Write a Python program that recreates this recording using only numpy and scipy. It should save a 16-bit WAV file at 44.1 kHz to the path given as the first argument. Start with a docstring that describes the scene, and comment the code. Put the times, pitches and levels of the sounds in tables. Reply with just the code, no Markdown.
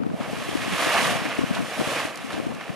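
"""Wind buffets two microphone ports in short low thumps from the first instant to the last.
A geyser's first surge rains onto pool and rock, swelling to a peak near 1 s: impacts patter, trapped
bubbles resonate, the pool churns and fine spray hisses on top, while heavier lumps of water slap down.
The fall eases, then a weaker surge peaks near 2 s. As it dies away, three near drops tick."""
import sys
import numpy as np
from scipy import signal
from scipy.fft import rfft, irfft
from scipy.io import wavfile

SR = 44100
rng = np.random.default_rng(int(sys.argv[2]) if len(sys.argv) > 2 else 0)


def generate_wav(signal):
    """Clip the signal to [-1, 1] and save it as 16-bit WAV at the path in sys.argv[1]."""
    frames = np.transpose(np.atleast_2d(signal))
    scaled = np.clip(frames, -1, 1) * 32767
    pcm = np.round(scaled).astype(np.int16)
    wavfile.write(sys.argv[1], SR, pcm)


N = 121275
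TIME = np.arange(N) / SR
FREQS = np.fft.rfftfreq(N, 1 / SR)

# Envelopes of the falling water, spray, churning pool and wind: time_s, relative_level_db
FALL_ENVELOPE = [(0, -51.5), (.15, -48.5), (.22, -38), (.3, -40), (.37, -36.5), (.56, -35.5), (.67, -31),
                 (.74, -31), (.82, -26), (.89, -25), (.97, -21.5), (1.07, -25.5), (1.2, -31), (1.38, -33),
                 (1.47, -36), (1.56, -33.5), (1.63, -38.5), (1.72, -34.5), (1.85, -32), (1.99, -28),
                 (2.06, -32.5), (2.13, -39), (2.28, -40.5), (2.38, -38), (2.48, -43.5), (2.59, -41.5),
                 (2.64, -40), (2.75, -43.5)]
SPRAY_ENVELOPE = [(0, -69), (.15, -61), (.215, -52), (.27, -52.5), (.45, -46), (.72, -41.5), (.86, -36),
                  (1.06, -34), (1.14, -39.5), (1.21, -45), (1.39, -47.5), (1.5, -48.5), (1.56, -47.5),
                  (1.66, -46.5), (1.86, -40.5), (1.93, -40), (2.01, -41), (2.13, -52.5), (2.29, -52),
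                  (2.32, -50), (2.44, -52.5), (2.58, -57.5), (2.75, -55.5)]
CHURN_ENVELOPE = [(0, -46.5), (.12, -45.5), (.19, -38), (.33, -37), (.55, -38.5), (.71, -40), (.82, -31.5),
                  (.9, -31.5), (.98, -31), (1.08, -30), (1.2, -35), (1.47, -40), (1.57, -36.5),
                  (1.67, -41.5), (1.8, -33), (1.97, -31.5), (2.05, -34.5), (2.14, -41), (2.26, -45),
                  (2.4, -37.5), (2.46, -43.5), (2.75, -40)]
WIND_ENVELOPE = [(0, -26), (.2, -36.5), (.4, -33.5), (.45, -38.5), (.6, -30.5), (.72, -33), (.8, -37),
                 (.93, -37), (1.05, -30.5), (1.22, -33), (1.32, -39.5), (1.64, -31.5), (1.72, -50),
                 (1.84, -37.5), (1.95, -40.5), (2.12, -42.5), (2.3, -39.5), (2.4, -37), (2.51, -30.5),
                 (2.65, -45), (2.75, -37)]
# Spectral shaping of the same four sources, then of the near drops: frequency_hz, gain_db
FALL_COLOUR = [(300, -21), (700, -2), (920, -4.5), (1120, 1.5), (1480, -3.5), (1790, 0), (2030, -3.5),
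               (2250, -2.5), (2900, -5.5), (3200, -13.5), (3900, -15), (5500, -19), (12000, -50)]
SPRAY_COLOUR = [(1500, -10), (3200, 9.5), (4500, 2.5), (6000, 1.5), (8000, -1.5), (10800, -1.5),
                (12500, -7.5)]
CHURN_COLOUR = [(40, -38), (120, 1), (260, -2), (390, -14), (490, -7), (700, -4.5), (900, -14.5),
                (1400, -26.5)]
WIND_COLOUR = [(25, -23), (42, -11), (80, -11.5), (140, 0), (250, 0.5), (330, -6.5), (450, -8), (700, -19),
               (1200, -23.5), (3000, -44), (8000, -56)]
DROP_COLOUR = [(1500, -20), (4500, 6.5), (12000, -5)]
# Lumps of water slapping down: start_s, relative_level_db, decay_s, pitch_hz
SLOPS = [(.035, -32, 0.002, 1110), (.101, -36.5, 0.0021, 940), (0.209, -36, 0.053, 1030),
         (.8, -28, 0.011, 630), (.945, -28, 0.12, 795), (1.042, -21.5, 0.011, 3200),
         (1.305, -29, 0.019, 1400), (1.548, -24.5, 0.011, 3440), (1.568, -29, 0.017, 1230),
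         (1.801, -29.5, 0.0055, 1100), (1.913, -35, 0.0042, 800), (1.954, -35, 0.024, 1230),
         (2.304, -27, 0.0093, 1120), (2.326, -36, .025, 1180), (2.33, -31.5, 0.021, 3380),
         (2.511, -36.5, 0.011, 600), (2.609, -28, 0.0064, 1490)]
# Single drops landing nearby: start_s, relative_level_db
NEAR_DROPS = [(2.157, -30), (2.174, -31.5), (2.549, -38)]
# Eddies striking a port (0 left, 1 right): centre_s, relative_level_db, width_s, pitch_hz, port
EDDIES = [(.024, -18, 0.015, 270, 0), (.065, -10, 0.0042, 253, 0), (0.117, -19, 0.0027, 310, 1),
          (0.141, -17, 0.013, 236, 1), (0.208, -15.5, 0.0093, 252, 0), (0.332, -19, 0.0052, 219, 0),
          (.491, -18, 0.0079, 387, 0), (0.529, -14, 0.0045, 323, 0), (0.556, -12, 0.0088, 278, 0),
          (0.681, -20, 0.0073, 233, 0), (0.732, -18, 0.023, 180, 1), (.823, -22, 0.0034, 295, 0),
          (0.871, -16, 0.0081, 328, 0), (1.018, -19, 0.0032, 275, 0), (1.257, -19.5, 0.012, 295, 0),
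          (1.392, -9.5, 0.0048, 272, 0), (1.416, -14.5, 0.0078, 252, 0), (1.437, -9, 0.009, 264, 0),
          (1.512, -11.5, 0.0073, 246, 0), (1.602, -20, 0.023, 220, 0), (1.797, -18, 0.009, 231, 0),
          (1.814, -9, 0.0067, 320, 0), (1.874, -15, 0.0037, 262, 0), (2.054, -15.5, 0.0065, 280, 0),
          (2.249, -20.5, 0.0089, 247, 0), (2.342, -17, 0.0071, 257, 0), (2.38, -19.5, .02, 306, 0),
          (2.402, -11, 0.0036, 260, 0), (2.469, -9.5, 0.0036, 300, 0), (2.7, -17.5, 0.01, 200, 0)]
# Stereo width of the water: frequency_hz, side_gain_db
SIDE_GAIN = [(200, -25), (700, -18.5), (1800, -14), (2800, -8), (4000, -5), (5200, -7.5), (8000, -4),
             (12000, -9)]
# Level difference of the water between channels: frequency_hz, left_minus_right_db
LEVEL_DIFFERENCE = [(600, -0.8), (1250, -0.5), (1900, -2.2), (2600, -5), (3100, -6), (4500, 2), (6000, 0),
                    (8200, -1.5), (10500, 0.4)]
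# Phase difference of the water between channels: frequency_hz, left_lead_rad
PHASE_DIFFERENCE = [(1200, -0.46), (2300, -0.23), (3600, 0.49), (4400, -0.0048), (5500, 0.5), (7500, -0.18),
                    (8700, .55), (11000, .1)]


def falling_water():
    """Impact and bubble resonance: drops land in clumps, and some trap air that rings a little longer."""
    impacts = patter(540, 7220, per_s=3500, spread_db=2, q=2.06, wash=1, clump_db=2.35, bands=24)
    bubbles = patter(766, 3760, per_s=830, spread_db=1, q=10.6, wash=.043, clump_db=1.9, bands=30)
    water = rms_one(tint(impacts + from_db(-9) * bubbles, FALL_COLOUR))
    return water * envelope(FALL_ENVELOPE) * from_db(.5 * drift(20))


def spray(gain_db=4):
    """Incoherent addition: countless fine droplets merge into a fluttering hiss."""
    hiss = rms_one(tint(rng.standard_normal((2, N)), SPRAY_COLOUR))
    return hiss * envelope(SPRAY_ENVELOPE) * from_db(gain_db + drift(18))


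def spatter(per_s=120, decay_s=.0007, gain_db=-7.5):
    """Shot noise: nearer droplets of uneven size tick at random, rising and falling with the spray."""
    sizes = (rng.random(N) < per_s / SR) * rng.uniform(.2, 1, N) ** 2
    decays = signal.lfilter([1], [1, -np.exp(-1 / (decay_s * SR))], sizes + 1e-18)
    ticks = decays * rng.standard_normal((2, N))
    return rms_one(tint(ticks, SPRAY_COLOUR)) * envelope(SPRAY_ENVELOPE) * from_db(gain_db)


def churn(gain_db=.5):
    """Bubble resonance: large bubbles ring low where the water plunges into the pool."""
    bubbles = patter(300.7, 1376, per_s=1100, spread_db=2.5, q=8.4, wash=.69, clump_db=0, bands=18)
    churning = rms_one(tint(bubbles, CHURN_COLOUR))
    return churning * envelope(CHURN_ENVELOPE) * from_db(gain_db + .44 * drift(33))


def slops(q=1.6, slap_db=.5):
    """Damped resonance: each lump of water excites one broad pitch with a slap and a short splash."""
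    lumps = np.zeros((2, N))
    for start_s, level_db, decay_s, pitch_hz in SLOPS:
        ring_samples = SR * q / (np.pi * pitch_hz)
        drive = np.sqrt(ring_samples) * burst(start_s, attack_s=.00067, decay_s=decay_s)
        drive[0, int(start_s * SR)] += from_db(slap_db) * ring_samples / 2   # first contact
        lumps += from_db(level_db) * resonate(drive, pitch_hz, q)
    return tint(lumps, [(200, -2), (500, 7), (3500, -4.5), (6000, -9.5), (12000, -12)])


def near_drops():
    """A brief impact has a broad spectrum: each near drop is a bright tick."""
    ticks = sum(from_db(level_db) * burst(start_s, attack_s=.00036, decay_s=.0019)
                for start_s, level_db in NEAR_DROPS)
    return tint(ticks, DROP_COLOUR)


def wind(left_db=2.5, right_db=-8, eddy_db=-1.5, rumble_db=-7, crossfeed=.5):
    """Turbulent pressure at the ports: a lumpy rumble, with eddies that thump for a few uneven cycles."""
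    turbulence = [rng.standard_normal(N) * from_db(2 * drift(64)) for _ in range(2)]
    ports = np.array([rms_one(tint(pressure, WIND_COLOUR)) for pressure in turbulence])
    ports *= envelope(WIND_ENVELOPE) * from_db([[left_db], [right_db]])
    wobble_rad = drift(65)
    rumble = from_db(rumble_db) * rms_one(tint(rng.standard_normal(N), WIND_COLOUR))
    for centre_s, level_db, width_s, pitch_hz, port in EDDIES:
        near = np.abs(TIME - centre_s) < 3 * width_s
        offset_s = TIME[near] - centre_s
        thump = np.cos(2 * np.pi * (pitch_hz * offset_s + rng.random()) + wobble_rad[near])
        swell = np.exp(-2 * (offset_s / width_s) ** 2)
        ports[port, near] += from_db(level_db + eddy_db) * (thump + rumble[near]) * swell
    return ports - crossfeed * ports[::-1]   # each port also reaches the other channel, inverted


def patter(low_hz, high_hz, per_s, spread_db, q, wash, clump_db, bands):
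    """Superposition: random impulses ring in resonant bands over a wash of noise, as (mid, side)."""
    ringing = np.zeros((2, N))
    for pitch_hz in np.geomspace(low_hz, high_hz, bands):
        hits = rng.random(N) < per_s / bands / SR
        size_db = spread_db * np.minimum(rng.exponential(1, N), 3.5) + clump_db * drift(26)
        mid = hits * from_db(size_db) * rng.choice([-1, 1], N)
        side = mid * rng.standard_normal(N)   # each hit has its own place
        ringing += np.sqrt(pitch_hz) * rms_one(resonate(np.array([mid, side]), pitch_hz, q))
    return rms_one(ringing) + wash * rng.standard_normal((2, N))


def burst(start_s, attack_s, decay_s):
    """Exponential decay of noise after a linear rise, as (mid, side)."""
    age_s = np.maximum(TIME - start_s, 0)
    rise = np.minimum(age_s / attack_s, 1)
    decay = np.exp(-np.maximum(age_s - attack_s, 0) / decay_s)
    return rng.standard_normal((2, N)) * rise * decay


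def resonate(x, pitch_hz, q):
    """Second-order resonance with a peak gain of 1."""
    radius = np.exp(-np.pi * pitch_hz / q / SR)
    gain = (1 - radius ** 2) / 2
    feedback = [1, -2 * radius * np.cos(2 * np.pi * pitch_hz / SR), radius ** 2]
    return signal.lfilter([gain, 0, -gain], feedback, x + 1e-18)


def drift(corner_hz):
    """Low-pass filtered noise: a slow wander of rms 1."""
    hop, settle = 40, 2000
    pole = np.exp(-2 * np.pi * corner_hz * hop / SR)
    noise = rng.standard_normal(N // hop + settle + 2)
    slow = signal.lfilter([1], [1, -2 * pole, pole ** 2], noise)[settle:]
    return np.interp(np.arange(N) / hop, np.arange(len(slow)), rms_one(slow))


def tint(x, curve):
    """Zero-phase filtering by rows of frequency_hz, gain_db."""
    frequency_hz, gain_db = np.transpose(curve)
    response = from_db(np.interp(np.log(FREQS + 1), np.log(frequency_hz), gain_db))
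    return irfft(rfft(x) * response, N)


def envelope(rows):
    """Amplitude by interpolation between rows of time_s, level_db."""
    return from_db(np.interp(TIME, *np.transpose(rows)))


def from_db(db):
    """Amplitude ratio from decibels."""
    return 10 ** (np.asarray(db) / 20)


def rms_one(x):
    """Normalisation to rms 1."""
    return x / np.sqrt(np.mean(x ** 2) + 1e-20)


def place(water):
    """Level and phase differences spread (mid, side) water sound between left and right."""
    mid, side = water[0], tint(water[1], SIDE_GAIN)
    left = tint(mid + side, [(hz, db / 2) for hz, db in LEVEL_DIFFERENCE])
    right = tint(mid - side, [(hz, -db / 2) for hz, db in LEVEL_DIFFERENCE])
    lead_rad = np.interp(FREQS, *np.transpose(PHASE_DIFFERENCE))
    phase_shift = np.exp(.5j * np.array([lead_rad, -lead_rad]))
    return irfft(rfft(np.array([left, right])) * phase_shift, N)


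def scene():
    """Superposition of the geyser in front and the wind at the microphone."""
    water = falling_water() + spray() + spatter() + churn() + slops() + near_drops()
    return place(water) + wind()


def record(dry):
    """Band limiting: the microphone thins the deep bass, and the top is cut steeply."""
    low_cut_hz, stopband_hz = 86, 13200
    high_pass = signal.butter(2, low_cut_hz, "high", fs=SR, output="sos")
    low_pass = signal.cheby2(16, 45, stopband_hz, fs=SR, output="sos")
    return signal.sosfiltfilt(low_pass, signal.sosfilt(high_pass, dry))


dry = scene()
out = record(dry)
generate_wav(out)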